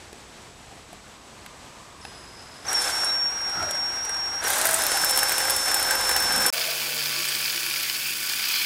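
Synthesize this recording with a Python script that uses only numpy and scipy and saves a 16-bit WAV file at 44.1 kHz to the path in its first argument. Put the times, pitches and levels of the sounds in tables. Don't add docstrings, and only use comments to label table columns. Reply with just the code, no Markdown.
import sys
import numpy as np
from scipy import signal
from scipy.fft import rfft, irfft, next_fast_len
from scipy.io import wavfile
from scipy.ndimage import uniform_filter1d, map_coordinates

SR = 44100
rng = np.random.default_rng(int(sys.argv[2]) if len(sys.argv) > 2 else 0)


def ratio_of_db(decibels):
    return 10 ** (np.asarray(decibels, float) / 20)


def wav_record(signal):
    frames = np.transpose(np.atleast_2d(signal))
    bounded = np.clip(frames, -1, 1)
    quanta = np.round(bounded * 32767).astype(np.int16)
    wavfile.write(sys.argv[1], SR, quanta)


N = 381465
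T = np.arange(N) / SR

# (t/s, f/Hz, level/dB)
STEADY_PULL = [(2.9, 5456, -37.3), (2.94, 5470, -28.5), (3.1, 5518, -24.3), (3.28, 5547, -24.8),
               (3.31, 5585, -30.5), (4.41, 5590, -30.5)]
# (t/s, f/Hz, level/dB)
LOADED_PULL = [(4.79, 5280, -35), (4.86, 5360, -33.5), (5, 5371, -27.5), (5.2, 5390, -26),
               (5.3, 5386, -30.3), (5.75, 5375, -27), (6.0, 5377, -30), (6.08, 5380, -26.5),
               (6.51, 5400, -26)]
# (t/s, f/Hz, level/dB)
WHISTLE_PULLS = [
    [(2.03, 5150, -50), (2.06, 5080, -53), (2.28, 5090, -54), (2.32, 5085, -58), (2.4, 5140, -54),
     (2.43, 5060, -59)],
    [(2.683, 5510, -30), (2.705, 5500, -31)],
    [(2.683, 5600, -28), (2.705, 5700, -33)],
    [(2.715, 5670, -29), (2.735, 5656, -33), (2.75, 5540, -22), (2.783, 5430, -23), (2.83, 5360, -31),
     (2.85, 5410, -28), (2.86, 5300, -38), (2.87, 5370, -31), (2.881, 5400, -24)],
    STEADY_PULL,
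    [(4.45, 5750, -32), (4.462, 5617, -25), (4.48, 5540, -35)],
    LOADED_PULL,
]
OCTAVE_DB = (-7.5, -35, -33, -31, -45, -35, -31)
RAGGED_DB = (1.5, 1, 1, 1.1, 0.98, 2.2, 0.3)
# (t/s, spacing f/Hz, level/dB)
COMMUTATOR = [(2.9, 149, -38), (3.2, 210, -25), (3.5, 264, -17), (4.4, 262, -19), (4.5, 262, -37)]
# (middle t/s, half length t/s, shift f/Hz)
LURCHES = [
    (3.35, .03, 35.5),
    (3.47, 0.053, -17.5),
    (3.68, 0.0447, 19),
    (3.83, 0.079, -31),
    (3.95, 0.025, 17.5),
    (4.07, .035, 84),
    (4.22, 0.078, -25.5),
    (4.42, 0.028, 31),
]
BIND_DB_PER_HZ, SLIP_DB_PER_HZ = 0.11, 0

# (t/s, level/dB)
EFFORT = [(2.0, -70), (2.63, -63), (2.69, -37), (2.76, -34.5), (2.85, -30.5), (3.04, -36.5), (3.2, -48),
          (3.35, -48.5), (3.58, -46), (4.41, -47), (4.44, -33), (4.52, -27), (4.9, -29.5), (6.5, -30.5)]
CRUISE_DB = -47
RATTLE_DB, RATTLE_GROWS = -35.5, 0.39
WHIRR_DB, WHIRR_GROWS, IDLE_WHIRR_DB = -51.5, 0.82, -62
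ENGAGE_S, ENGAGE_RISE_S, SLACK_DB = 2.647, 0.0049, -9
# (middle t/s, half length t/s, level/dB)
JOLTS = [
    (2.72, 0.043, 3.5),
    (3.04, 0.025, 0.5),
    (3.6, 0.044, 2),
    (4.46, 0.051, 2.5),
    (4.62, 0.1, 1),
    (5.47, 0.043, -1),
    (5.62, 0.046, -3.5),
    (6.15, 0.6, 2),
]
JOLT_WHIRR = 0.47
# (f/Hz, width f/Hz, level/dB)
CASE_MODES = [(350, 120, -9.5), (559, 112, -6.5), (799, 137, 1.5), (1080, 405, -2), (1335, 274, 0),
              (1580, 180, 1.5), (2135, 840, -8.5)]
# (f/Hz, level/dB per Hz)
WHIRR_SPECTRUM = [(1180, -15), (2000, -6.5), (2990, -6), (3540, -1), (4270, -5), (5000, -6.5), (6500, -6),
                  (11000, -120)]
# (f/Hz, level/dB per Hz)
BRUSH_SPECTRUM = [(3350, -16.5), (5700, -0.5), (7300, -1), (8010, 2), (8750, -1), (9380, 0), (11300, -4.5),
                  (11900, -8), (13500, -17), (14300, -13), (15000, -22.5)]
# (t/s, f/Hz, level/dB)
MESH = [
    [(2.78, 482.5, -45), (2.83, 508, -40.5), (2.9, 509, -41), (2.94, 520, -64)],
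    [(4.45, 350, -55), (4.5, 530, -40), (4.55, 602, -39), (4.66, 650, -36), (4.8, 653.5, -32),
     (4.85, 610, -43), (5.0, 497, -51)],
    [(5.01, 498, -54), (5.08, 514, -38.5), (5.6, 532, -44), (6.0, 519.5, -41), (6.5, 509, -40)],
]
MESH_THIRD_DB, MESH_THIRD_WIDTH_HZ = -8, 90

# (t/s, fin level/dB, small fin level/dB)
SNATCHES = [(4.48, -21, -23), (4.5023, -20, -18), (4.5318, -17.5, -35), (4.613, -16, -22),
            (4.6541, -17, -13.5), (4.6685, -18, -17), (4.7097, -19, -20), (4.7412, -11.5, -21),
            (4.8359, -18.5, -27), (4.8654, -18, -17), (4.917, -17.5, -28), (4.9706, -20.5, -22),
            (5.045, -17.5, -15), (5.1084, -16, -20), (5.174, -14, -17), (5.189, -14.5, -25),
            (5.2311, -16.5, -17), (5.2937, -17.5, -24), (5.3213, -26, -17), (5.3807, -16, -23),
            (5.4973, -15.5, -24), (5.5046, -20, -15), (5.5633, -17, -25), (5.7426, -13.5, -17),
            (5.8272, -18, -24), (5.9085, -17, -27), (5.9522, -27, -19), (6.0919, -17, -27),
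            (6.1638, -16.5, -19), (6.4629, -11.5, -16)]
# (t/s, fin level/dB, small fin level/dB)
NIBBLES = [(4.4393, -27, -39), (4.471, -30, -26), (4.557, -28, -27), (4.583, -30, -20), (4.6894, -19, -23),
           (4.731, -22, -20), (4.76, -22, -28), (4.787, -28, -25), (4.8195, -21, -26), (5.0153, -22, -24),
           (5.0936, -18, -26), (5.1607, -21, -27), (5.2854, -22, -31), (5.4035, -27, -32),
           (5.451, -26, -25), (5.6591, -24, -32), (5.679, -26, -29), (5.7149, -22, -27), (5.768, -30, -23),
           (5.7967, -27, -22), (5.865, -28, -25), (6.0083, -26, -27), (6.0725, -26, -30), (6.112, -19, -28),
           (6.2023, -21, -23), (6.224, -23, -33), (6.3222, -21, -25), (6.361, -18, -32), (6.379, -23, -26),
           (6.405, -25, -26), (6.4208, -25, -23), (6.482, -22, -27)]
# (t/s, fin level/dB)
CATCHES = [(2.7297, -19.5), (2.8184, -20), (3.0457, -19.5), (3.415, -35), (3.4958, -34), (3.6269, -31),
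           (3.709, -22), (3.7508, -36), (4.0494, -28), (4.093, -26.5), (4.143, -33), (4.1669, -36)]
CATCH_SMALL_DB = -19
# (f/Hz, width f/Hz, level/dB)
FIN_MODES = [(3970, 5500, -14.5), (7230, 230, -5), (8060, 140, 0.5), (9440, 530, 0), (10600, 1100, -10)]
# (f/Hz, width f/Hz, level/dB)
SMALL_FIN_MODES = [(12660, 860, 0.5), (12750, 370, 4.5), (13700, 500, -3), (14500, 1300, -15)]
RASP_SPAN, RASP_DB = (4.46, 6.5), -43
# (t/s, peak level/dB)
KNOCKS = [(4.423, -26), (4.443, -19), (4.468, -16.5), (4.502, -16), (4.653, -13.5), (4.689, -18.5),
          (4.732, -16.5), (4.916, -16.5), (4.97, -17), (5.014, -21), (5.036, -13.5), (5.173, -15),
          (5.228, -12), (5.318, -14), (5.339, -19), (5.38, -21), (5.401, -15), (5.451, -15), (5.48, -14.5),
          (5.68, -18), (5.714, -17), (5.848, -21), (5.869, -21), (5.907, -17), (5.95, -16), (6.092, -14),
          (6.112, -16), (6.16, -14), (6.284, -25), (6.305, -15.5), (6.413, -15.5), (6.453, -13.5)]
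# (t/s, peak level/dB)
LIGHT_KNOCKS = [(2.651, -28), (2.784, -27), (2.867, -23), (3.032, -17), (3.156, -30), (3.372, -29),
                (3.405, -25), (3.552, -24), (3.625, -20.5), (3.688, -23), (3.751, -22), (3.969, -25),
                (4.001, -27), (4.094, -24.5), (4.141, -23), (4.425, -24)]
# (f/Hz, width f/Hz, level/dB)
GEARBOX_MODES = [(550, 220, -9), (803, 150, -4), (1180, 400, -11), (1577, 150, 4), (2290, 1400, -13.5)]
FIN_SCATTER_DB, CASE_SCATTER_DB = 3.5, 2.5
BLOW_S = .005
CASTING_DB, CASTING_HZ = 1.5, 45

# (from t/s, to t/s)
GAP = (6.5024, 6.526)
# (t/s, level/dB)
PRESSURE = [(6.53, -26), (6.9, -28), (7.4, -26.5), (7.75, -27.5), (8.2, -29.5), (8.4, -27.5), (8.5, -25.5),
            (8.65, -26.5)]
# (f/Hz, width f/Hz, level/dB)
GRIND_MODES = [(970, 200, -16.5), (1132, 63, -11.5), (1530, 434, -4), (1863, 870, -5), (2430, 366, -0.5),
               (3060, 286, -3), (3330, 420, -4.5), (4600, 550, -2), (4995, 350, -0.5), (5610, 520, -8),
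               (6710, 160, -13)]
# (f/Hz, level/dB per Hz)
FIZZ_SPECTRUM = [(3820, -20), (6500, -6), (6840, -3.5), (7360, -6.5), (8810, -5), (9410, -8), (10400, -3.5),
                 (13300, -7), (15100, -1.5), (15600, -6.5)]
FIZZ_DB, FIZZ_GROWS = -32, 0.25
CHUCK_HZ, THROB_DB, THROB_GROWS_PER_S = 30.2, 3, 0.9
# (t/s, peak level/dB)
CHIPS = [(6.535, -9), (6.556, -24), (6.5964, -13), (6.6524, -21), (6.9454, -16), (6.9636, -18),
         (7.4155, -14), (7.4477, -13), (7.8321, -12), (8.0304, -24), (8.0631, -19), (8.108, -12),
         (8.1269, -25), (8.1424, -25), (8.322, -13), (8.3993, -20.5), (8.4544, -16)]
# (f/Hz, level/dB per Hz)
HUM_SPECTRUM = [(250, -43), (420, -16), (462, 0.5), (703, -4), (1300, -9), (1690, -35), (2860, -120)]
HUM_DB, HUM_FADE_DB_PER_S, HUM_LEAST_DB = -41.5, 9.5, -63
# (f/Hz, level/dB per Hz)
DRONE_SPECTRUM = [(18, -67), (30, -35), (135, -8), (168, -11.5), (221, -3.5), (420, -4), (550, -45),
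                  (920, -120)]
# (t/s, f/Hz, level/dB)
ARMATURE = [(6.55, 145.9, -60.5), (7.0, 140, -51.5), (8.65, 132.1, -64.5)]
# (multiple of f, level/dB)
ARMATURE_ORDERS = [(1.64, -5.5), (2.5, -1.5)]
# (multiple of f, level/dB)
HUM_ORDERS = [(3.3, -9.5), (3.849, -21.5), (4.4, -9.5)]
# (f/Hz, level/dB)
RINGS = [(1500, -50), (2541, -57), (3262, -53), (4490, -54), (6621, -51), (14939, -56)]
# (t/s, f/Hz, level/dB)
WAVER = [(6.54, 1135, -49), (6.6, 1130, -49), (7.55, 1146, -53.5), (7.72, 1105, -55), (7.82, 1180, -54),
         (7.89, 1108, -53), (8.51, 1164, -55), (8.59, 1140, -45), (8.6, 1133, -65)]

# (t/s, peak level/dB, f/Hz, thump level/dB, bright tick level/dB)
TAPS = [
    (0.1294, -37, 1700, 11, -3),
    (.93, -43.5, 2200, 16, 1),
    (1.462, -31.5, 2240, -4, -3),
    (2.0508, -27.5, 2630, 2.5, -19),
]
TAP_THUMP_HZ = (413, 700, 1230, 804)
# (middle t/s, length t/s, f/Hz, width
# f/Hz, level/dB)
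GROANS_AND_SWELLS = [(0.73, .12, 740, 150, -51), (2.0, .05, 9200, 200, -62), (2.503, 0.71, 5000, 300, -54.5),
                     (2.523, 0.3, 5200, 140, -55), (5.9, 0.33, 1580, 150, -37), (3.8, .7, 11000, 500, -68),
                     (8.57, 0.142, 14800, 1500, -35), (2.55, .24, 10200, 269, -63), (2.656, .008, 5500, 324, -40),
                     (2.671, .01, 6100, 300, -34), (3.086, 0.052, 3920, 200, -37.5), (3.6, 0.092, 147, 90, -42.5),
                     (3.64, .12, 85, 30.1, -48), (1.75, 1.3, 1100, 350, -54.5), (4.32, 0.06, 1400, 60, -39),
                     (3.63, .15, 330, 200, -47.5), (3.606, 0.141, 1370, 270, -34), (3.65, 0.07, 680, 120, -38),
                     (3.72, .09, 590, 120, -38), (6.378, 0.246, 223, 160, -42), (6.63, 0.239, 655, 100, -40),
                     (6.34, .2, 1580, 200, -34), (7.29, 0.014, 8400, 150, -30), (7.35, .012, 8270, 150, -34),
                     (7.876, 0.06, 2000, 400, -39), (8.57, 0.17, 3200, 600, -34.5), (8.07, .1, 2600, 400, -34),
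                     (8.62, .2, 2350, 500, -36), (8.58, 0.17, 4200, 440, -35),
                     (2.018, .006, 5500, 200, -47),
    (2.028, .006, 4800, 200, -51),
    (3.497, .012, 10800, 200, -48),
]

# (f/Hz, level/dB per Hz)
AIR_SPECTRUM = [(71, -25), (120, -3.5), (161, -8), (213, -4.5), (259, -7), (451, -7.5), (539, -8.5),
                (595, -9), (711, -7), (1510, -11.5), (8080, -18.5), (13500, -35.5)]
AIR_DB = -46.5
# (t/s, level/dB)
BREEZE = [(0.0, -57.5), (4.85, -54.5), (6.32, -47.5), (6.5, -58)]
# (f/Hz, level/dB per Hz)
RUMBLE_SPECTRUM = [(12, -39), (20, -6), (59, 6), (108, 4), (130, -12), (160, -1), (210, -54), (350, -120)]
# (from f/Hz, to f/Hz, threshold level/dB)
TOP_BANDS = [(13781, 14470, -74), (14470, 15159, -61), (15159, 15848, -54.5), (15848, 22050, 0)]


def whistle():
    _, spacing, side_db = curves(COMMUTATOR)
    out, lurch = np.zeros(N), bumps(LURCHES)
    swell_db = -lurch * np.where(lurch < 0, BIND_DB_PER_HZ, SLIP_DB_PER_HZ)
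    waver, ragged, flicker = 5 * wobble(150), wobble(70), 2.1 * wobble(40.9)
    hz, db, on = np.zeros((3, N))
    for pull, octave_db, ragged_db in zip(WHISTLE_PULLS, OCTAVE_DB, RAGGED_DB):
        gate, pull_hz, pull_db = curves(pull)
        pull_hz = uniform_filter1d(pull_hz, size=900) + lurch + waver
        pull_db = pull_db + swell_db
        gain = gate * ratio_of_db(pull_db + ragged_db * ragged)
        out += gain * (tone(pull_hz) + ratio_of_db(octave_db + flicker) * tone(2 * pull_hz))
        hz, db, on = np.where(gate > 0, [pull_hz, pull_db, gain], [hz, db, on])
    gap = spacing - .5 * (hz - 5590)
    lower = tone(hz - gap + 8 * wobble(90))
    upper = 0.37 * tone(hz + gap + 25 * wobble(80))
    side_gain = ratio_of_db(side_db + 3.5 - np.clip(db + 34.0, 0, 8) + 1.5 * wobble(40.3))
    skirt = ratio_of_db(-20) * fuzz(hz - 80, 180)
    return out + on * (side_gain * (lower + upper) + skirt)


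def first_pass():
    _, hiss_db = curves(EFFORT)
    extra_db = hiss_db - CRUISE_DB
    jolt_db = bumps(JOLTS)
    slack = np.clip(1 - (T - ENGAGE_S) / ENGAGE_RISE_S, 0, 1)
    rattle_db = RATTLE_DB + RATTLE_GROWS * extra_db + jolt_db + SLACK_DB * slack
    whirr_db = np.maximum(WHIRR_DB + WHIRR_GROWS * extra_db + JOLT_WHIRR * jolt_db, IDLE_WHIRR_DB)
    shake = wobble(35)
    rattle = unit(filtered(ratio_of_db(0.6 * shake) * gritty(200, 0.55), modes(CASE_MODES)))
    whirr = unit(filtered(ratio_of_db(0.91 * shake) * gritty(300, 0.84), casting(shape(WHIRR_SPECTRUM))))
    hiss = unit(filtered(ratio_of_db(0.88 * shake) * gritty(400, 1.2), casting(shape(BRUSH_SPECTRUM))))
    noises = ratio_of_db(rattle_db - 2) * rattle + ratio_of_db(whirr_db + 2.0) * whirr + ratio_of_db(hiss_db - 0.5) * hiss
    mesh = 0
    for stretch in MESH:
        on, hz, db = curves(stretch)
        hz = hz + 6 * wobble(40)
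        pair = ratio_of_db(db - 1.5 + 1.8 * wobble(15)) * (tone(hz) + .5 * tone(2 * hz))
        third = ratio_of_db(db + MESH_THIRD_DB + 4.2 * wobble(18)) * fuzz(3 * hz, MESH_THIRD_WIDTH_HZ)
        mesh = mesh + on * (pair + third)
    return (T > EFFORT[0][0]) * noises + mesh


def snatches():
    catches = [(s, db, db + CATCH_SMALL_DB) for s, db in CATCHES]
    s, fin_db, small_db = np.vstack([SNATCHES, catches, NIBBLES]).T
    bite = [(0, 0.0003, 0.007), (-7, 0.0023, 0.039)]
    fins = struck(s, fin_db - 4.5, bite, FIN_MODES, FIN_SCATTER_DB)
    small_fins = struck(s, small_db - 6.5, bite, SMALL_FIN_MODES, FIN_SCATTER_DB)
    rasp = ratio_of_db(RASP_DB) * unit(filtered(gritty(120, 4.3), modes(SMALL_FIN_MODES)))
    rasp = rasp * (T > RASP_SPAN[0]) * (T < RASP_SPAN[1])
    knock_s, knock_db = np.vstack([KNOCKS, LIGHT_KNOCKS]).T
    slams = struck(knock_s, knock_db - 9, [(0, 0.0012, 0.028)], GEARBOX_MODES, CASE_SCATTER_DB)
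    return fins + small_fins + rasp + slams


def second_pass():
    _, grind_db = curves(PRESSURE)
    since = np.maximum(T - GAP[1], 0)
    hum_db = np.maximum(HUM_DB - HUM_FADE_DB_PER_S * since, HUM_LEAST_DB)
    fizz_db = FIZZ_DB + FIZZ_GROWS * (grind_db + 27.5)
    throb_db = THROB_DB + THROB_GROWS_PER_S * since
    turn = np.cumsum(CHUCK_HZ + .8 * wobble(4.7)) / SR % 1
    throb = np.exp(-turn / 0.27) * (1 + 0.3 * np.tanh(wobble(14)))
    hum = ratio_of_db(hum_db - 1.5) * unit(filtered(gritty(40, 0.74), shape(HUM_SPECTRUM)))
    drone = ratio_of_db(-55.0) * unit(filtered(gritty(28, 0.58), shape(DRONE_SPECTRUM)))
    grind = unit(filtered(ratio_of_db(1.7 * throb) * gritty(500, 2.8), casting(modes(GRIND_MODES))))
    fizz = unit(filtered(ratio_of_db(throb_db * throb) * gritty(600, 1.5), casting(shape(FIZZ_SPECTRUM))))
    cutting = ratio_of_db(grind_db - 1.5) * grind + ratio_of_db(fizz_db + 1.04) * fizz
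    chips = filtered(bursts(*np.transpose(CHIPS), .0002, 0.0076), shape(FIZZ_SPECTRUM))
    gate, hz, db = curves(ARMATURE)
    lines = ratio_of_db(1.6 * wobble(11)) * tone(hz + 1.2 * wobble(16))
    lines += sum(ratio_of_db(level) * fuzz(k * hz, 25) for k, level in ARMATURE_ORDERS)
    fading = 0
    for k, level in HUM_ORDERS:
        fading = fading + ratio_of_db(hum_db + level + 2.5 * wobble(10)) * tone(k * (hz + .7 * wobble(15)))
    rings = sum(ratio_of_db(level) * fuzz(ring_hz, 60) for ring_hz, level in RINGS)
    _, waver_hz, waver_db = curves(WAVER)
    wavering = ratio_of_db(waver_db - 2.5 + 2.6 * wobble(16)) * tone(waver_hz + 5 * wobble(30))
    return hum + drone + cutting + chips + gate * ratio_of_db(db) * lines + fading + rings + wavering


def handling():
    out, t = np.zeros(N), np.arange(1500) / SR
    for (s, db, hz, thump_db, _), thump_hz in zip(TAPS, TAP_THUMP_HZ):
        ring = np.sin(2 * np.pi * hz * t) + ratio_of_db(thump_db) * np.sin(2 * np.pi * thump_hz * t)
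        out[round(s * SR):][:len(t)] += ratio_of_db(db - 5 - 60 * t / 0.022) * ring
    s, db, *_, tick_db = np.transpose(TAPS)
    contact = modes([(2200, 3000, 0)])
    out += filtered(bursts(s, db + 8.0, 0.00034, 0.015), lambda f: contact(f) ** 2)
    tick = modes([(8850, 2700, 3), (14000, 4000, -12)])
    out += filtered(bursts(s, db + tick_db + 7, 0.00017, 0.007), tick)
    for s, length, hz, width, db in GROANS_AND_SWELLS:
        near = abs(T - s) < length
        swell = np.cos(np.pi * np.clip((T[near] - s) / length / 2, -.5, .5)) ** 2
        rough = np.where(length * 50 < 1, 1, unit(wobble(width)[near]))
        out[near] += ratio_of_db(db) * swell * rough * tone(hz + 0 * swell)
    return out


def outdoors():
    hush = ratio_of_db(AIR_DB + 0.31 * wobble(4.7)) * unit(filtered(gritty(15, 0.73), shape(AIR_SPECTRUM)))
    line = ratio_of_db(-65) * tone(7850 + 35 * wobble(200))
    breeze = ratio_of_db(curves(BREEZE)[1]) * unit(filtered(gritty(7.9, 0.67), shape(RUMBLE_SPECTRUM)))
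    return hush + line + breeze


def struck(times, dbs, shapes, rows, scatter_db):
    out, t = np.zeros(N + 2048), np.arange(900) / SR
    envelope = sum(ratio_of_db(db - 60 * t / t60) * (1 - np.exp(-t / rise)) for db, rise, t60 in shapes)
    hz = np.fft.rfftfreq(2048, 1 / SR)
    for s, db in zip(times, dbs):
        noise = rng.standard_normal(len(t))
        spread = scatter_db * rng.standard_normal(len(rows))
        body = modes([(c, w, level + d) for (c, w, level), d in zip(rows, spread)])(hz)
        blow = irfft(rfft(envelope * noise * abs(noise) ** .5, 2048) * body)
        out[round(s * SR):][:2048] += ratio_of_db(db) * blow * np.sqrt(BLOW_S * SR) / np.linalg.norm(blow)
    return out[:N]


def bursts(times, dbs, rise, t60):
    out, t = np.zeros(N), np.arange(900) / SR
    envelope = 1 - np.exp(-t / rise)
    for s, db in zip(times, dbs):
        noise = rng.standard_normal(len(t))
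        out[round(s * SR):][:len(t)] += ratio_of_db(db - 60 * t / t60) * envelope * noise * abs(noise) ** .5
    return out


def modes(rows):
    def response(f):
        total = 0
        for k, (centre, width, db) in enumerate(rows):
            damping = 1j * f * width
            total = total + (-1) ** k * ratio_of_db(db) * damping / (centre * centre - f * f + damping)
        return total
    return response


def casting(response):
    ripple = rng.standard_normal(int(SR / 2 / CASTING_HZ) + 4)
    return lambda hz: response(hz) * ratio_of_db(CASTING_DB * map_coordinates(ripple, [hz / CASTING_HZ]))


def shape(points):
    f, v = np.transpose(points)
    return lambda hz: ratio_of_db(np.interp(np.log(hz + 1), np.log(f), v))


def filtered(x, response):
    m = next_fast_len(N + 8192)
    return irfft(rfft(x, m) * response(np.fft.rfftfreq(m, 1 / SR)), m)[:N]


def gritty(rate, depth_db):
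    return ratio_of_db(depth_db * wobble(rate)) * rng.standard_normal(N)


def fuzz(hz, width):
    return unit(wobble(width)) * tone(hz + 0 * T)


def tone(hz):
    return np.sqrt(2) * np.sin((2 * np.pi * (np.cumsum(hz) / SR % 1)).astype(np.float32))


def wobble(rate):
    coarse = T[::8]
    knots = rng.standard_normal(int(N * rate / SR) + 4)
    return np.interp(T, coarse, map_coordinates(knots, [coarse * rate]))


def bumps(rows):
    return sum(size * np.exp(-((T - s) / half) ** 2) for s, half, size in rows)


def curves(rows):
    s, *cols = np.transpose(rows)
    gate = np.clip(np.minimum(T - s[0], s[-1] - T) * 200 + 1, 0, 1)
    return [gate] + [np.interp(T, s, c) for c in cols]


def unit(x):
    return x / np.sqrt(np.mean(x ** 2) + 1e-20)


def scene():
    before, after = T < GAP[0], T > GAP[1]
    first = whistle() + first_pass() + snatches() + outdoors()
    return (first * before + second_pass() * after + handling() * (before | after))[None]


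def roll_off(x):
    return signal.sosfilt(signal.butter(12, 16930, fs=SR, output="sos"), x)


def record(dry):
    lead, frame = 144, dict(window="cosine", nperseg=2048)
    hz, _, z = signal.stft(np.pad(dry, ((0, 0), (lead, 0))), SR, **frame)
    for lo, hi, floor_db in TOP_BANDS:
        band = (hz >= lo) & (hz < hi)
        power = np.sum(abs(z[:, band]) ** 2, axis=1, keepdims=True) * 2
        z[:, band] *= power > ratio_of_db(2 * floor_db)
    kept = signal.istft(z, SR, **frame)[1][:, lead:lead + N]
    kept = kept * ((T < GAP[0]) | (T > GAP[1]))
    return roll_off(kept)


dry = scene()
out = record(dry)
wav_record(out)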